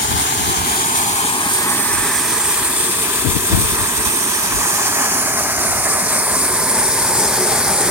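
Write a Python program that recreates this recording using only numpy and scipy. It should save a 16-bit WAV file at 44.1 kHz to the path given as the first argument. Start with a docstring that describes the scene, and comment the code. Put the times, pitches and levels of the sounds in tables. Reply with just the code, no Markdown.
"""A hard hiss and steady splashing: a split water main sprays into an open earth trench.
The jet hisses at the crack, spatters the trench wall and churns a muddy pool full of ringing bubbles,
all throbbing slightly with the water pressure, over a low rumble. At the edge, a hand-held stereo
microphone swings past the leak and finally leans over it, which shifts the tone of the water.
A breeze buffets the microphone's two ports (its left and right openings)."""
import sys
import numpy as np
from scipy import signal
from scipy.fft import rfft, irfft, next_fast_len
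from scipy.io import wavfile
from scipy.ndimage import map_coordinates

SR = 44100
rng = np.random.default_rng(int(sys.argv[2]) if len(sys.argv) > 2 else 0)


def inscribe(sig):
    """Save sig as 16-bit PCM at rate SR to the path in sys.argv[1].

    A 1-D sig is mono; a 2-D sig holds one channel per row.
    Samples are clipped to [-1, 1] before scaling.
    """
    pcm = np.round(np.clip(np.atleast_2d(sig).T, -1, 1) * 32767)
    wavfile.write(sys.argv[1], SR, pcm.astype(np.int16))


N = 348390
WINDOW, HOP = 2048, 512  # samples in one short frame of sound, and between frames
TIME = np.arange(N) / SR
FRAME_TIME = np.arange(-(-N // HOP) + 1) * HOP / SR
BIN_HZ = np.maximum(np.arange(WINDOW // 2 + 1) * SR / WINDOW, 1)

# Where the leak lies. Each row: time in seconds, share to the side, share ahead; the rest is below.
LEAK_DIRECTION = [(0, 1, 0.07), (.8, 0.84, 0), (1.8, 0.05, 0.34), (4.1, 0.06, 0.02), (5.3, 0.01, 1),
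                  (7.9, 0.1, 0.97)]
# How late the leak's treble reaches the left port. Each row: time in seconds, delay in milliseconds.
LEFT_DELAY = [(0, -0.57), (.5, -0.51), (1, -0.38), (1.5, -0.23), (1.8, -0.1), (2.3, 0.013), (3.1, 0.11),
              (4.4, .14), (5.2, 0.1), (6, 0.08), (6.6, 0.049), (7.2, 0.039), (7.9, 0.039)]
# Unequal resonances delay the left treble further. Each row: pitch in Hz, phase lag in radians.
PORT_SKEW = [(7200, 0.098), (8600, 1.65), (12000, 1.2)]
# How alike the ports sound, 0 to 1. Each row: pitch in Hz, with the leak screened, with it ahead.
PORT_LIKENESS = [(40, 0.96, 1), (150, 0.98, 1), (400, 0.99, .98), (1100, 0.74, 0.98), (1500, 0.75, 0.99),
                 (2250, 0.72, 0.91), (3050, 0.12, .2), (3800, 0.27, 1), (6000, 0.41, 0.43),
                 (8000, 0.14, 0.11), (9400, 0.18, 0.41), (11400, 0.14, 0.15), (16000, .15, .15)]
# The moving wall echoes; shorter paths raise their pitch. 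Each row: time in seconds, pitch ratio, strength.
WALL_ECHO = [(0, 0.89, 0.94), (1.4, 0.97, 1.46), (2.4, 1.02, 1.4), (3.6, 1.07, 1.06), (5.2, 0.96, 1.47),
             (6.6, 0.92, 0.51), (7.9, 0.95, 0.13)]

# Gusts of wind. Each row: middle in seconds, half length in seconds, left and right strength in dB.
GUSTS = [(0.127, 0.056, -21.5, -27), (0.456, 0.11, -27, -29), (0.617, 0.047, -33, -29),
         (1.957, 0.052, -26, -35), (3.265, 0.022, -17.5, -36), (3.313, 0.033, -22.5, -38),
         (3.362, 0.017, -19, -36), (3.44, 0.067, -33, -40), (3.534, 0.025, -21, -24),
         (3.584, 0.068, -18, -25), (3.71, 0.05, -25.5, -42), (3.816, 0.037, -24.5, -42),
         (3.99, 0.033, -26, -44), (4.07, 0.025, -36, -24), (4.538, 0.087, -26.5, -53),
         (5.63, 0.32, -38, -49)]
# Single eddies that slap the left port. Each row: time in seconds, peak in dB, pitch in Hz.
SLAPS = [(3.251, -8, 260), (3.276, -13, 110), (3.365, -2, 210), (3.520, -8, 270), (3.547, -7, 120),
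         (3.575, -6, 190), (3.628, -7, 95)]
# Tone of the wind's thump, its brighter buffeting and the rumble. Each row: pitch in Hz, gain in dB.
THUMP_TONE = [(15, -35), (30, -18), (50, 3), (70, -2.5), (110, -4), (170, -17.5), (300, -21.5), (500, -40),
              (1000, -78)]
BUFFET_TONE = [(40, -29), (100, 6), (200, -0.5), (350, -3.5), (450, -7), (550, -19), (680, -13), (900, -40),
               (2000, -82)]
RUMBLE_TONE = [(15, -45), (30, -22), (45, -3), (58, -0.5), (80, -2), (102, 2), (125, -1), (160, -4.5),
               (230, -48), (500, -68)]
# How the rumble, pool, splash and hiss swell and fade. Each row: time in seconds, relative level in dB.
RUMBLE_LEVEL = [(0, -38), (1.6, -43.5), (4.4, -45), (6.2, -42.5), (7.5, -37.5), (7.9, -39)]
CHURN_LEVEL = [(0, -29.5), (2.2, -29), (4.7, -31), (6.2, -30), (6.9, -28.5), (7.4, -26), (7.9, -24.5)]
SPLASH_LEVEL = [(0, -23.5), (1.1, -22), (2, -24.5), (3.1, -27), (4.4, -25), (4.75, -21.7), (5.05, -23),
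                (5.5, -23.5), (7.1, -23.5), (7.6, -22)]
HISS_LEVEL = [(0.0, -21.5), (0.6, -21), (1.2, -22.5), (1.6, -22), (2.2, -22.5), (2.9, -22), (3.5, -21.5),
              (3.9, -24), (4.4, -22), (4.8, -20.5), (5.4, -22), (6.2, -22), (6.7, -22), (7.2, -20.5),
              (7.9, -21.5)]
# The throbbing water pressure. Each row: time in seconds, throbs per second.
THROB_RATE = [(0, 3.9), (5.2, 3.16), (5.6, 2.9), (6.1, 5.02), (7.9, 1.9)]

# Tone of the churning pool. Each row: pitch in Hz, gain in dB.
CHURN_TONE = [(70, -17), (140, -10), (200, -3), (290, -1), (370, 1.5), (450, -2), (520, -20.5),
              (650, -12.5), (1000, -70)]
# Hollow notes of the trench floor. Each row: pitch in Hz, width in Hz, relative weight in dB.
FLOOR_NOTES = [(370, 19, -1), (458, 31, 1)]
# How well those notes reach the microphone. Each row: time in seconds, lift in dB before weighting.
FLOOR_NOTE_LIFT = [(0, -0.5), (2, -0.5), (2.8, 7), (3.8, 1), (4.6, -2.5), (5.8, -4.5), (6.5, 1), (7, 4.5),
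                   (7.45, 9), (7.9, 6)]
# A dip just under those notes. Each row: time in seconds, pitch in Hz, gain in dB.
FLOOR_DIP = [(5, 324, -5), (6, 320, -13), (7, 322, -8.5), (7.9, 315, -5)]

# Tone of the splash. Each row: pitch in Hz, gain in dB from behind the trench edge, then from above it.
SPLASH_TONE = [(308, -66, -41), (483, -4, 6.5), (553, -3.5, 3), (614, -4.5, 7), (674, -5, -1.5),
               (736, 0, 1), (920, 4, 0), (1170, -2, 0.5), (1610, -4, -0.5), (2090, -8.5, -1.5),
               (2630, -8, -16), (2920, -44, -43)]
# Where wall echoes cancel the splash. Each row: pitch in Hz, exponent on the echo's pitch ratio,
# then depth in dB (at echo strength 1) with the leak to the side, below and ahead.
WALL_NULLS = [(528, 0.45, 22, 9.8, 13), (725, 1.3, 1.5, 11.3, 1), (1421, 0.14, 6, 6.3, 4.1),
              (2107, 1.3, 2, 5.3, 4.2)]
# Four moving bands in the splash. Each row: time in seconds, pitch in Hz, gain in dB.
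STANDING_WAVE = [(0, 874, 4.5), (1.5, 950, 1), (2.5, 1060, -1.5), (4.8, 1140, -0.5), (5.8, 1070, -2.5),
                 (6.5, 1000, 6), (7, 915, 6.5), (7.5, 806, 6.5), (7.9, 816, 6.5)]  # rings across the trench, sinking as the microphone leans in
TRENCH_TROUGH = [(5.2, 920, -5), (5.8, 875, -6), (6.2, 825, -5), (6.55, 810, -5), (7, 706, -7),
                 (7.5, 685, -1), (7.9, 675, -5)]  # a dip below the standing wave, sinking with it
EDGE_NULL = [(4.8, 2080, 2), (5.25, 1860, -3), (5.7, 1680, -13), (6.1, 1360, -2), (6.8, 1290, -6),
             (7.4, 1300, -1.5)]  # a cancelled band that falls as the microphone clears the edge
PASSING_PEAK = [(1.3, 1800, 0), (1.8, 1900, 4.5), (2.1, 1950, 4), (2.7, 1900, 0)]  # a bright band that swells as the microphone swings past

# Tone of the hiss from the side, below and ahead. Each row: pitch in Hz, left and right gain in dB.
HISS_ASIDE = [(1900.0, 2.5, -17), (2640, 0.5, -14), (3270, 4.5, 2), (3740, 0.5, 0.9), (4460, 1, -0.5),
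              (5600, 0.8, -5), (6070, 0.5, 3.5), (6760, 9, 18), (7700, 1, 8), (8140, 7, -0.5),
              (9400.0, 1, 5.5), (10300, -0.5, 3), (11600.0, 0, -6.5), (13200.0, -2.5, -3),
              (15600.0, -6, -8)]
HISS_BELOW = [(1900.0, -0.5, -7), (2550.0, 3.7, -19), (3270, 2.8, -6), (3700.0, 5.5, -6),
              (4300, -5.5, -0.5), (5200.0, -2, -0.3), (6300, -6, 4), (6900.0, 1.5, -4.0), (7600.0, 4, 0),
              (8430, 3, 12), (9430, 3, 6.5), (10600, 3, -1.5), (11600.0, 3, 2), (13200.0, 3, -2),
              (15600.0, -3.5, -1)]
HISS_AHEAD = [(1900,-4,-5.5), (2580,0,-7), (3120,-4.5,-6), (3900,-4.5,-7), (4520,-3,2), (5070,1,1.5),
              (6050,2,-2), (6860,1,3.5), (7560,5.5,3), (8160,9.5,1.1), (9300,7.5,9), (10570,0.5,6.5),
              (11700,-4,2.5), (13200,-2.5,0.5), (15600,-8,-7)]
# Two broad bands in the hiss. Each row: time in seconds, pitch in Hz, left and right gain in dB.
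SINKING_BAND = [(0.0, 6940, -0.5, -12), (2.2, 6230, 2, 2.2), (3.3, 6070, 2.5, -3), (4.2, 6100.0, 2, 4),
                (4.7, 6450, 6.5, 3.7), (5.4, 6400.0, 5, 3.3), (6.2, 5760, 2, 3), (6.8, 5270, 1.8, 0.7),
                (7.3, 4870, 3, 1.5), (7.9, 4500.0, 5, 1)]  # louder or softer at each port, sinking as the microphone leans in
PORT_SIZZLE = [(0,8550,3,-1.5), (.6,8950,-0.5,2.5), (1,9200,4.5,6), (1.35,9000,6,5), (1.8,8740,0,6),
               (2.2,8600,5,8), (2.7,8360,5.5,3.5), (3.3,8500,4.5,-1.5), (3.7,8950,5.5,2.5),
               (4.15,8750,5,5.5), (4.5,8650,-2,3), (5,8800,-4,2), (5.5,8800,-3,1), (6.1,8900,3,4),
               (6.7,8800,4.5,7), (7.3,8500,3.5,2), (7.9,8700,3,4)]  # each port's own resonance, stirred by the jet
# Four narrower bands in the hiss. Each row: time in seconds, pitch in Hz, gain in dB.
LEFT_GAP = [(.8,5640,2), (1.5,5900,-3), (2.4,6100,-3.5), (3.3,5500,-4), (3.9,5100,-2), (4.3,4800,-6),
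            (4.9,3900,-4), (5.5,3270,-9), (6.5,2930,-9), (7.9,3060,-4)]  # a gap at the left port, gliding as the microphone turns
RIGHT_GAP = [(0.0, 2550.0, -6), (1.5, 2750.0, -11), (2.3, 3000.0, -7), (3.3, 3100.0, -13),
             (4.4, 3200.0, -8.8), (5.0, 3220, -5), (5.6, 3100.0, -8), (6.6, 2950.0, -4), (7.9, 2920, -5)]  # the same at the right port
RIGHT_HIGH_GAP = [(.6, 8500, 0), (1.1, 8900, -2.5), (1.6, 10200, -5), (2.2, 11500, -7), (3.2, 13300, -3.5),
                  (4.2, 12900, -2.5), (5.4, 12500, -3.5), (7.9, 12100, -5)]  # a much higher cancelled band that sweeps up
HISS_RING = [(0, 3250, 1.5), (1.6, 3500, 2.5), (3.5, 3550, 2.5), (4.6, 3550, 0), (6.4, 3550, 0),
             (7.5, 3450, 3)]  # a hollow resonance just above the right gap
# The jet spurts or briefly falters. Each row: time in seconds, change in dB (the hiss takes a share).
SPURTS = [(.218,3), (.372,0), (.627,-2.5), (.975,3), (1.205,1), (1.547,3), (2.357,-0.5), (2.514,1.3),
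          (3.161,1.5), (3.41,-1.1), (3.553,1.1), (4.072,3), (4.496,-1), (5.544,-1.5), (6.031,-2), (6.147,2),
          (6.249,-1.5), (6.438,2)]


def from_db(db):
    """Turn decibels into a gain to multiply by."""
    return 10 ** (np.asarray(db) / 20)


def unit_power(x):
    """Scale a signal to an average power of 1."""
    return x / np.sqrt(np.mean(np.abs(x) ** 2) + 1e-20)


def even_power(tone_db):
    """Keep the total power steady while a tone changes."""
    return tone_db - 10 * np.log10(np.mean(from_db(tone_db) ** 2, axis=-2, keepdims=True))


def in_time(rows, when):
    """Read each column of a table at the given times."""
    seconds, *columns = np.transpose(rows)
    return np.array([np.interp(when, seconds, column) for column in columns])


def in_hz(rows):
    """Read each column of a table at every pitch in BIN_HZ: columns x pitches x 1."""
    hz, *columns = np.transpose(rows)
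    return np.array([np.interp(np.log(BIN_HZ), np.log(hz), column) for column in columns])[..., None]


def swell(middle_s, half_s):
    """A smooth rise and fall in time, of height 1."""
    return np.exp(-np.minimum(((TIME - middle_s) / half_s) ** 2, 50))


def hump(hz, width_hz):
    """A smooth peak around one pitch, of height 1."""
    return np.exp(-((BIN_HZ[:, None] - hz) / width_hz) ** 2)


def glide_db(rows, width_hz):
    """A peak or dip that moves in pitch and height, shared by the ports or with a height for each."""
    hz, *db = in_time(rows, FRAME_TIME)
    return np.array(db)[:, None] * hump(hz, width_hz)


def drift(per_s):
    """A smooth random wander of about size 1, turning roughly per_s times a second."""
    step = 40  # samples between random values
    pole = np.exp(-2 * np.pi * step * per_s / SR)
    noise = rng.standard_normal(N // step + 2002)
    slow = signal.lfilter([1], [1, -2 * pole, pole * pole], noise)[2000:]  # skip while it settles
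    return np.interp(np.arange(N) / step, np.arange(len(slow)), unit_power(slow))


def shaped_noise(tone):
    """Two unrelated rows of steady noise with the given tone."""
    size = next_fast_len(N)
    gain = np.interp(np.arange(size // 2 + 1) * SR / size, BIN_HZ, from_db(in_hz(tone)).ravel())
    spectrum = rfft(rng.standard_normal((2, size))) * gain
    return unit_power(irfft(spectrum, size)[:, :N])


def leak_direction():
    """How much the leak lies to the side and how much ahead, each 0 to 1."""
    return np.clip(in_time(LEAK_DIRECTION, FRAME_TIME), 0, 1)


def at_ports(pair, tone_db):
    """Make stereo from two unrelated sounds: the first reaches both ports, the far one later."""
    framing = dict(nperseg=WINDOW, noverlap=WINDOW - HOP)
    shared, side = signal.stft(pair.astype(np.float32), **framing)[2]
    _, ahead = leak_direction()
    screened, in_view = in_hz(PORT_LIKENESS)
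    alike = np.clip((1 - ahead) * screened + ahead * in_view, 0, 1)
    sign = np.array([1, -1])[:, None, None]
    ports = np.sqrt(1 + alike) * shared + sign * np.sqrt(1 - alike) * side
    hz = BIN_HZ[:, None]
    # long waves reach both ports almost together
    lag_s = in_time(LEFT_DELAY, FRAME_TIME) / 1000 * hz / np.hypot(hz, 600)
    phase = 2 * np.pi * hz * lag_s + in_hz(PORT_SKEW)[0]
    ports = ports * from_db(tone_db) * np.exp(-1j * sign * phase / 2)
    return unit_power(signal.istft(ports, **framing)[1][..., :N])


def rumble(level_db):
    """A dull rumble, nearly the same at both ports."""
    noise = at_ports(rng.standard_normal((2, N)), in_hz(RUMBLE_TONE))
    return noise * from_db(in_time(RUMBLE_LEVEL, TIME) + level_db)


def wind(thump_db, buffet_db, steepness, breeze_db=-52, swing_db=6, eddies_per_s=2.1, port_limit=0.75):
    """Swirls of air (eddies) thump on each port; harder puffs break into a brighter buffeting."""
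    push = from_db(breeze_db + swing_db * np.array([drift(eddies_per_s), drift(eddies_per_s)]))
    push += sum(from_db([[left], [right]]) * swell(s, half_s) for s, half_s, left, right in GUSTS)
    thump = from_db(thump_db) * shaped_noise(THUMP_TONE)
    buffet = from_db(buffet_db) * (push / push.max()) ** steepness * shaped_noise(BUFFET_TONE)
    slaps = np.zeros(N)
    for s, peak_db, hz in SLAPS:  # a passing eddy is one push between two pulls
        distance = np.minimum((np.pi * hz * (TIME - s)) ** 2, 20)
        slaps += from_db(peak_db) * (1 - 2 * distance) * np.exp(-distance)
    blows = push * (thump + buffet) + slaps * [[1], [0]]
    return port_limit * np.tanh(blows / port_limit)  # the hardest blows overload the port


def throb(first_crest_s=0.21):
    """The regular swing of the water pressure, between -1 and 1."""
    turns = np.cumsum(in_time(THROB_RATE, TIME)[0]) / SR
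    return np.cos(2 * np.pi * (turns - np.interp(first_crest_s, TIME, turns)))


def bubbles(per_s, low_hz, high_hz, cycles, rise, spread_db):
    """Trapped air rings briefly, big bubbles lower and longer, rising in pitch near the surface."""
    out = np.zeros(N)
    for when, pitch, strength in rng.random((int(per_s * N / SR), 3)):
        hz = low_hz * (high_hz / low_hz) ** pitch
        start = int(when * N)
        length = min(int(cycles / hz * SR), N - start)
        age = np.arange(length) / SR * hz / cycles  # 0 to 1 over the bubble's life
        ring = np.sin(2 * np.pi * cycles * age * (1 + rise * age / 2))
        out[start:start + length] += from_db(spread_db * strength - 60 * age) * ring
    return unit_power(out)


def churn(level_db, bubble_db, bass_follows):
    """The jet drives air into the pool, which boils with big bubbles; the louder, the more bass."""
    gulps = bubbles(per_s=70, low_hz=160.5, high_hz=467, cycles=18, rise=0.12, spread_db=5)
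    water = rng.standard_normal((2, N)) + from_db(bubble_db) * gulps * [[1], [0]]
    notes = sum(from_db(db) * hump(hz, width_hz) for hz, width_hz, db in FLOOR_NOTES)
    tone_db = in_hz(CHURN_TONE) + in_time(FLOOR_NOTE_LIFT, FRAME_TIME) * notes
    tone_db += glide_db(FLOOR_DIP, width_hz=20.4)
    boil_db = in_time(CHURN_LEVEL, FRAME_TIME)
    tone_db += bass_follows * (boil_db - boil_db.mean()) * hump(hz=135, width_hz=24)
    return at_ports(water, even_power(tone_db)) * from_db(in_time(CHURN_LEVEL, TIME) + level_db)


def droplets(per_s, share):
    """Single drops of uneven size hit over the wash of countless small ones; two unrelated rows."""
    impacts = (rng.random((2, N)) < per_s / SR) * rng.standard_normal((2, N))
    wash = rng.standard_normal((2, N))
    return np.sqrt(share) * unit_power(impacts) + np.sqrt(1 - share) * wash


def wall_nulls_db():
    """Echoes off the trench walls cancel the direct sound at a few pitches, which slide together."""
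    aside, ahead = leak_direction()
    ratio, strength = in_time(WALL_ECHO, FRAME_TIME)
    cut_db = 0
    for hz, exponent, aside_db, below_db, ahead_db in WALL_NULLS:
        depth_db = aside * aside_db + (1 - aside - ahead) * below_db + ahead * ahead_db
        cut_db += depth_db * hump(hz * ratio ** exponent, width_hz=60 + 0.042 * hz)
    return -strength * cut_db


def scatter_db(ripple_db, shortest_s, longest_s, stretch, fade_hz=7000, echoes=10):
    """Weak echoes off lumps of earth ripple the tone, least in the treble, sliding with the wall echoes."""
    ratio = in_time(WALL_ECHO, FRAME_TIME)[0]
    delays_s = rng.uniform(shortest_s, longest_s, (echoes, 1))
    turns = delays_s * BIN_HZ + rng.random((echoes, 1))
    ripple = unit_power(np.cos(2 * np.pi * turns).sum(axis=0))
    ripple /= 1 + (BIN_HZ / fade_hz) ** 4
    return ripple_db * np.interp(BIN_HZ[:, None] / ratio ** stretch, BIN_HZ, ripple)


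def splash(level_db, surge_db, bubble_db, shade_db, left_lift_db, right_cut_db):
    """Drops and small bubbles on the wall and the pool, their tone shaped by the trench."""
    aside, ahead = leak_direction()
    screened_db, open_db = in_hz(SPLASH_TONE)
    tone_db = (1 - ahead) * screened_db + ahead * open_db + wall_nulls_db()
    tone_db += scatter_db(ripple_db=1.3, shortest_s=0.00391, longest_s=0.012, stretch=0.98)
    tone_db = tone_db + glide_db(STANDING_WAVE, width_hz=110) + glide_db(TRENCH_TROUGH, width_hz=56)
    tone_db += glide_db(EDGE_NULL, width_hz=71)
    tone_db = even_power(tone_db) + glide_db(PASSING_PEAK, width_hz=300)
    # the microphone's body shades the left port while the leak is off to the side
    tone_db = tone_db + shade_db * aside * np.array([-1, 1])[:, None, None]
    # and around 2 kHz it lifts the left port and cancels at the right
    tone_db[0] += aside * left_lift_db * hump(hz=1970, width_hz=270)
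    tone_db[1] -= aside * right_cut_db * hump(hz=2290, width_hz=510)
    plops = bubbles(per_s=260, low_hz=581, high_hz=2500, cycles=14.3, rise=0.056, spread_db=2.5)
    water = droplets(per_s=1200, share=0.16) + from_db(bubble_db) * plops * [[1], [0]]
    spray = at_ports(water, tone_db)
    return spray * from_db(in_time(SPLASH_LEVEL, TIME) + level_db + surge_db * drift(25))


def flutter_db(depth_db, bands=16, moments=200):
    """Sheets of spray flutter independently: small, quick, random level changes at each pitch."""
    band = np.linspace(0, bands - 1, len(BIN_HZ))
    moment = np.linspace(0, moments - 1, len(FRAME_TIME))
    grid = np.meshgrid(band, moment, indexing="ij")
    return depth_db * map_coordinates(rng.standard_normal((bands, moments)), grid, order=1)


def jet(level_db, flare_share, spurt_share, sizzle_surge_db=0.6, waver_db=0.6):
    """Turbulence at the crack: a hard hiss that sets the ports sizzling and brightens with each spurt."""
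    aside, ahead = leak_direction()
    below = 1 - aside - ahead
    tone_db = aside * in_hz(HISS_ASIDE) + ahead * in_hz(HISS_AHEAD) + below * in_hz(HISS_BELOW)
    tone_db += glide_db(SINKING_BAND, width_hz=920) + glide_db(HISS_RING, width_hz=230)
    left_gap_db = glide_db(LEFT_GAP, width_hz=280)
    right_gaps_db = glide_db(RIGHT_GAP, width_hz=230) + glide_db(RIGHT_HIGH_GAP, width_hz=600)
    tone_db += np.concatenate([left_gap_db, right_gaps_db])
    tone_db += scatter_db(ripple_db=3.13, shortest_s=0.0011, longest_s=0.007, stretch=0.57)
    spurt_db = sum(db * swell(s, half_s=0.023) for s, db in SPURTS)
    flare_db = np.interp(FRAME_TIME, TIME, flare_share * spurt_db + sizzle_surge_db * drift(15))
    # each port has a broad resonance with a narrow notch just below it
    tone_db += glide_db(PORT_SIZZLE, width_hz=1150) + flare_db * hump(hz=9100, width_hz=1100)
    tone_db -= 7.6 * np.array([hump(hz=7830, width_hz=145), hump(hz=7800, width_hz=180)])
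    tone_db -= 10 * np.log10(1 + (1600 / BIN_HZ[:, None]) ** 8)  # a narrow jet gives off no bass
    hiss = at_ports(droplets(per_s=4000, share=0.096), tone_db + flutter_db(depth_db=1.4))
    hiss_db = in_time(HISS_LEVEL, TIME) + level_db + spurt_share * spurt_db + waver_db * drift(40)
    return hiss * from_db(hiss_db)


def scene():
    """Mix the three throbbing sounds of the leak with the rumble and the breeze."""
    pressure = throb()
    hiss = jet(level_db=4, flare_share=0.5, spurt_share=0.83) * from_db(0.1 * pressure)
    spray = splash(level_db=-0.37, surge_db=1, bubble_db=-19.5, shade_db=1, left_lift_db=3, right_cut_db=8)
    spray *= from_db(0.35 * pressure)
    pool = churn(level_db=-1.16, bubble_db=-20, bass_follows=1.7)
    pool *= from_db(0.27 * pressure + drift(6.4))
    background = rumble(level_db=3.5) + wind(thump_db=-1, buffet_db=2.5, steepness=0.86)
    return background + pool + spray + hiss


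def record(dry, low_hz=45, high_hz=15900):
    """Fade out the deepest bass and cut off the highest treble."""
    bass_cut = signal.sosfilt(signal.butter(7, low_hz, "high", fs=SR, output="sos"), dry)
    keep = np.arange(N // 2 + 1) * SR / N < high_hz
    return irfft(rfft(bass_cut) * keep, N)


dry = scene()
out = record(dry)
inscribe(out)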